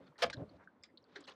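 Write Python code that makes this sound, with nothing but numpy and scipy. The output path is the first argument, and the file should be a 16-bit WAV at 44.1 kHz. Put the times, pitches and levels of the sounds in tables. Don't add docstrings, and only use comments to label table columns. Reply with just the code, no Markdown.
import sys
import numpy as np
from scipy import signal
from scipy.fft import rfft, irfft
from scipy.io import wavfile
from scipy.ndimage import uniform_filter1d

SR = 44100
rng = np.random.default_rng(int(sys.argv[2]) if len(sys.argv) > 2 else 0)


def transcribe(signal):
    frames = np.atleast_2d(signal).T
    limited = np.clip(frames, -1, 1)
    pcm = np.round(limited * 32767).astype(np.int16)
    wavfile.write(sys.argv[1], SR, pcm)


def amplitude_ratio(level_db):
    exponent = np.asarray(level_db, float) / 20
    return 10 ** exponent


N = 59535

# (time [s], level [dB])
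LID_PRESSURE = [(0.0, -49), (0.164, -70), (0.198, -65), (0.214, -68), (0.232, -51), (0.25, -29.5),
                (0.288, -45.5), (0.334, -53.5), (0.376, -34.5), (0.436, -38.5), (0.462, -58.5),
                (0.53, -46.5), (0.676, -69), (1.124, -65.5), (1.172, -61.5), (1.262, -67.5), (1.286, -59.5),
                (1.35, -66)]
# (frequency [Hz], width [Hz], level [dB])
LID_MODES = [(84.2, 26, -9), (109, 34, -5), (171, 46, -0.5), (280, 97, 0), (433, 59, -4), (532, 120, -2.5),
             (750, 320, -27)]
# (time [s], level [dB], ring [Hz], decay by 60 dB [s])
LID_THUDS = [(.006, -50.5, 519, 0.041), (0.048, -52, 182, 0.056), (0.248, -63, 85, 0.12),
             (0.346, -44, 280, .06), (.367, -51.5, 109, 0.11), (.371, -36.5, 121, 0.13),
             (.372, -46, 430, .08), (.364, -50, 560, .06), (.42, -47, 600, .07), (.424, -48, 300, .05),
             (.444, -50, 220, .08), (.455, -56, 430, .1), (.405, -44, 493, 0.057), (0.419, -39, 120, 0.07),
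             (.475, -52, 140, 0.06), (.47, -56, 80.6, .08), (0.541, -57.5, 80.5, 0.14),
             (0.542, -56.5, 520, 0.041), (0.803, -62, 92, 0.069), (0.94, -57, 328, 0.098),
             (1.015, -67, 101.9, 0.041), (1.164, -47, 401, 0.11), (1.188, -51, 318, 0.1),
             (1.205, -49.5, 298, 0.075), (1.281, -54, 530, 0.03), (.25, -44, 230, .1),
             (.095, -58, 150, .12), (.01, -58, 185, .08)]
# (frequency [Hz], gain [dB])
LID_COMB = [(900, 0), (1400, 1), (2100, 0), (2800, -4), (3500, 1), (4500, 1), (5500, 0)]
# (frequency [Hz], density [dB per Hz])
WATER_SPECTRUM = [(24, -75), (40, -45.5), (297, -2), (377, -17), (446, 2), (539, -14), (653, -22.5),
                  (869, -14.5), (12000, -57), (15600, -81), (22000, -120)]
# (time [s], level [dB])
RUSTLE_SWELL = [
    (0, 11),
    (.15, 9),
    (0.449, 10.5),
    (0.651, 7),
    (.75, 4),
    (1.05, 5.2),
    (1.2, 9.5),
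    (1.35, 11),
]
# (start [s], length [s], level [dB], brightest [Hz], rise [s])
SCRAPES = [(.003, 0.048, -75, 3750, 0.0021), (.06, 0.021, -67, 4340, 0.012),
           (0.18, 0.038, -53, 14300, 0.012), (.245, 0.02, -51, 11800, 0.001),
           (0.299, 0.009, -51.5, 8000, 0.0011), (0.33, 0.012, -61, 8500, .003),
           (0.587, 0.05, -66, 1936, .01), (0.634, 0.012, -79, 8300, .002),
           (0.835, 0.028, -70, 7500, 0.0023), (.40, .17, -79, 5800, 0.1), (1.05, 0.14, -64.5, 4800, 0.18),
           (1.153, 0.02, -57, 7200, .006), (1.177, 0.052, -66.5, 4850, 0.0039),
           (1.267, 0.031, -55.5, 11000, .012), (1.3, 0.022, -60, 5500, 0.0095)]
# (frequency [Hz], density [dB per Hz])
SCRAPE_SPECTRUM = [(200, -15.5), (500, -1), (1200, 0.5), (2200, -3), (3800, -5), (6000, -12), (9000, -24.5),
                   (15500, -38.5)]
# (time [s], level [dB],
# frequency [Hz], held [s])
HELD_TONES = [(.328, -48, 1630, .008), (.329, -58, 3380, .014), (.329, -54, 4130, .014),
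              (.329, -55, 4810, .012), (.331, -62, 5470, .01), (.331, -63, 6940, .006),
              (.329, -74, 8380, .008), (.331, -86, 12000, .002), (.3, -62, 5580, .004),
              (.3, -68, 6780, .004), (.3005, -68, 8500, .002), (1.278, -59, 1020, .02),
              (1.278, -63, 1910, .022), (1.276, -64, 2620, .02), (1.276, -65, 2890, .02),
              (1.276, -63, 4190, .016), (1.28, -57, 533, .02), (.181, -74, 8700, .003),
              (.835, -60, 2150, .006), (.826, -76, 5000, .008), (1.065, -75, 3550, .004),
              (1.165, -62, 1900, .016), (1.156, -72, 5800, .014), (.04, -82, 5000, .004),
              (.075, -77, 3400, .008), (.255, -50, 660, .022), (.3, -53, 684, .012),
              (.974, -60, 4300, .004), (.02, -76, 1350, .09), (.03, -84, 3600, .03),
              (.231, -45, 4800, .004), (.232, -44, 2750, .006), (.887, -76, 2000, .018),
              (1.207, -70, 7000, .003), (1.255, -80, 7800, .003), (.81, -80, 3500, .003)]
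# (time [s], level [dB], ring [Hz], width [Hz],
# chatter [s])
BONE_TICKS = [(.069, -74, 4380, 402, 0.0056), (0.158, -68, 1846, 350, 0.012),
              (0.181, -58, 4400, 1100, 0.001), (0.299, -48, 2040, 950, 0.0046),
              (.3005, -58, 687, 198, .012), (0.3283, -54, 1634, 255, 0.013), (0.328, -54, 4300, 2000, .014),
              (0.369, -61, 3700, 690, 0.0017), (0.403, -64, 1400, 303, 0.012),
              (0.493, -67, 4390, 600, 0.0053), (0.6745, -58, 1496, 333, 0.006),
              (0.8367, -62, 2310, 523, 0.0067), (.8355, -55.5, 5000, 750, 0.0084),
              (0.8352, -65, 7200, 900, 0.0058), (0.839, -63, 3570, 490, 0.01),
              (0.888, -78, 1940, 303, 0.017), (0.974, -54, 3900, 1050, 0.005),
              (1.0265, -78, 5360, 605, 0.00075), (1.0413, -66.5, 4370, 710, .001),
              (1.1597, -51, 1735, 497, .012), (1.159, -54, 3900, 950, 0.0068),
              (1.208, -65, 4930, 594, 0.0024), (1.206, -68, 7070, 2540, .005),
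              (1.2389, -63.5, 4070, 1480, 0.013),
              (0.1172, -69, 1035, 353, 0.012), (.265, -63, 3020, 1190, 0.0031),
               (0.2998, -50, 3700, 1830, 0.0074), (0.332, -68, 7000, 1500, 0.0036),
               (1.041, -85, 6500, 2500, 0.001), (1.051, -79.5, 1450, 390, 0.016),
               (1.316, -68, 3500, 350, 0.0034), (1.245, -70.5, 1450, 388, 0.011),
               (1.254, -66, 3420, 720, 0.0062), (1.255, -80, 5900, 700, .004),
               (1.337, -74, 6000, 1100, .003)]
# (frequency [Hz], density [dB per Hz])
CRACK_SPECTRUM = [(200, -23.5), (400, -9.5), (700, -2.5), (1500, -6), (2800, -6), (5000, -8.5),
                  (7000, -22.5), (15500, -42.5)]
# (frequency [Hz], level [dB])
RIB_MODES = [(442, -9), (499, 3), (565, -2.5), (685, 5), (893, -24), (1023, -12), (1233, -3), (1500, -13),
             (1701, -6), (1776, -9), (2590, -8.5), (3270, -17), (4345, -15.5), (5372, -13.5)]
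# (frequency [Hz], level [dB], decay by 60 dB [s])
FREE_BLADE = [(4910, -65.5, 0.15)]


def level(x, db):
    return x * amplitude_ratio(db) / np.sqrt(np.mean(x ** 2) + 1e-30)


def ring(x, hz, width):
    hz = min(hz, .45 * SR)
    return signal.lfilter(*signal.iirpeak(hz, hz / max(width, 5), SR), x)


def band(x, hz, width, order=3):
    edges = np.clip([hz - width / 2, hz + width / 2], 20, .45 * SR)
    return signal.sosfilt(signal.butter(order, edges, "band", fs=SR, output="sos"), x)


def colour(table, hz):
    table = np.array(table)
    return np.interp(np.log(hz), np.log(table[:, 0]), table[:, 1])


def shade(x, db_of):
    hz = np.maximum(np.arange(len(x) // 2 + 1) * SR / len(x), 10)
    return irfft(rfft(x) * amplitude_ratio(db_of(hz)), len(x))


def grit(size, rough_db):
    strength_db = rough_db * np.minimum(rng.exponential(size=size), 3)
    return level(rng.standard_normal(size) * amplitude_ratio(strength_db), 0)


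def walk(rate):
    k = int(SR / rate)
    steps = np.repeat(rng.standard_normal(N // k + 1), k)
    return 1.7 * uniform_filter1d(uniform_filter1d(steps, k), k)[:N]


def gate(t, rise, hold, fall):
    return np.clip(t / rise, 0, 1) * np.exp(-np.maximum(t - hold, 0) / fall)


def add(out, x, s):
    i = max(int(s * SR), 0)
    out[i:i + len(x)] += x[:N - i]


def lid():
    press = np.array(LID_PRESSURE)
    slips = grit(N, 4.0) * amplitude_ratio(1.95 * walk(60))
    body = 0
    for hz, width, db in LID_MODES:
        mode = ring(ring(slips, hz, width), hz, 2 * width)
        body = body + amplitude_ratio(db) * level(mode, 0)
    pressure_db = np.interp(np.arange(N) / SR, press[:, 0], press[:, 1])
    out = level(body, -12) * amplitude_ratio(pressure_db)
    t = np.arange(8000) / SR
    contact_cycles = 0.36
    for s, db, hz, t60 in LID_THUDS:
        push = np.clip(t * hz / contact_cycles, 0, 1)
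        add(out, amplitude_ratio(db - 60 * t / t60) * push * np.sin(2 * np.pi * hz * t), s)
    return out


def water():
    out, swell = 0, np.array(RUSTLE_SWELL)
    for hz in 45 * 2 ** np.arange(0, 8.1, .5):
        noise = ring(ring(grit(N, 1.6), hz, hz / 2), hz, hz / 2)
        noise = level(noise, colour(WATER_SPECTRUM, hz) + 10 * np.log10(hz))
        out = out + noise * amplitude_ratio(2.0 * walk(18.83))
    swell_db = np.interp(np.arange(N) / SR, swell[:, 0], swell[:, 1])
    return level(out, -76.5) * amplitude_ratio(swell_db)


def scrapes():
    out, t = np.zeros(N), np.arange(8000) / SR
    for s, hold, db, top_hz, rise in SCRAPES:
        def spectrum_db(hz):
            return colour(SCRAPE_SPECTRUM, hz) - 10 * np.log10(1 + (hz / top_hz) ** 8)

        slips = grit(len(t), 2.3) * amplitude_ratio(1.3 * walk(230)[:len(t)])
        x = level(shade(slips, spectrum_db), db)
        add(out, x * gate(t, rise, hold, .006), s)
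    return out


def held_tones():
    out, t = np.zeros(N), np.arange(4000) / SR
    for s, db, hz, held in HELD_TONES:
        waver = .9 * walk(400)[:len(t)]
        wobble_db = 3.5 * walk(300)[:len(t)]
        tone = np.sin(2 * np.pi * (hz * t + rng.random()) + waver)
        add(out, tone * amplitude_ratio(db + wobble_db) * gate(t, .0015, held, .004), s)
    return out


def ticks():
    out, t = np.zeros(N), np.arange(6000) / SR
    bounce_s, bounce_db = 0.0061, -18
    for s, db, hz, width, chatter in BONE_TICKS:
        slips = grit(len(t), 2.4) * np.sqrt(width / SR) * 2
        chatter_db = -5 - 6.5 * np.minimum(t / chatter, 1)
        push = slips * amplitude_ratio(chatter_db) * gate(t, 0.00037, chatter, 0.0032)
        push[8] += 1
        push[int(bounce_s * SR)] += amplitude_ratio(bounce_db)
        spot = ring(band(push, hz, 1.5 * width, order=4), hz, width)
        gain = amplitude_ratio(db + 4.5) * SR / width / 2
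        add(out, spot * gain, s - 0.54 / width)
    return out


def crack():
    t, x = np.arange(6000) / SR, 0

    def envelope(hz):
        rise = .004 + .008 * max(np.log2(1200 / hz), 0)
        hold = .028 - .003 * np.log2(hz / 1000)
        return gate(t, rise, hold, .0045)

    splinters = level(shade(grit(len(t), 1.6), lambda hz: colour(CRACK_SPECTRUM, hz)), -31)
    for hz in 250 * 2 ** np.arange(0, 6.1, .5):
        x = x + band(splinters, hz, hz * .35) * envelope(hz)
    for hz, db in RIB_MODES:
        wobble_db = 2.5 * walk(120)[:len(t)]
        tone = np.sin(2 * np.pi * (hz * t + rng.random()))
        x = x + amplitude_ratio(-37 + db + wobble_db) * tone * envelope(hz)
    out = np.zeros(N)
    add(out, x, .2192)
    return out


def snap():
    snap_s, width_s = .2998, .00008
    return -amplitude_ratio(-34) * np.exp(-((np.arange(N) / SR - snap_s) / width_s) ** 2)


def free_blade():
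    out, t = np.zeros(N), np.arange(6000) / SR
    for hz, db, t60 in FREE_BLADE:
        x = ring(band(grit(len(t), 2.5), hz, 620.0), hz, 330.)
        add(out, x * amplitude_ratio(db + 18 - 60 * t / t60), .836)
    return out


def hull(knife):
    t = np.arange(12000) / SR
    t60_s, dull_hz, echo_db = 0.15, 3500, -19.5
    echo = signal.lfilter(*signal.butter(1, dull_hz, fs=SR), rng.standard_normal(len(t)))
    echo = echo * amplitude_ratio(-60 * t / t60_s) * (t > .003)
    return signal.fftconvolve(knife, echo * amplitude_ratio(echo_db) / np.sqrt(np.sum(echo ** 2)))[:N]


def scene():
    def comb(hz):
        return colour(LID_COMB, hz)

    box = lid()
    background = shade(water(), lambda hz: comb(hz) / 2)
    knife = shade(scrapes(), comb) + ticks() + crack() + free_blade()
    return (box + background + knife + hull(knife) + held_tones() + snap())[None]


def band_limit(x):
    return signal.sosfilt(signal.butter(12, 15630, fs=SR, output="sos"), x)


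def record(dry):
    x = signal.sosfilt(signal.butter(3, 55, "high", fs=SR, output="sos"), dry)
    mix = x + amplitude_ratio(-112) * rng.standard_normal(dry.shape)
    return band_limit(mix)


dry = scene()
out = record(dry)
transcribe(out)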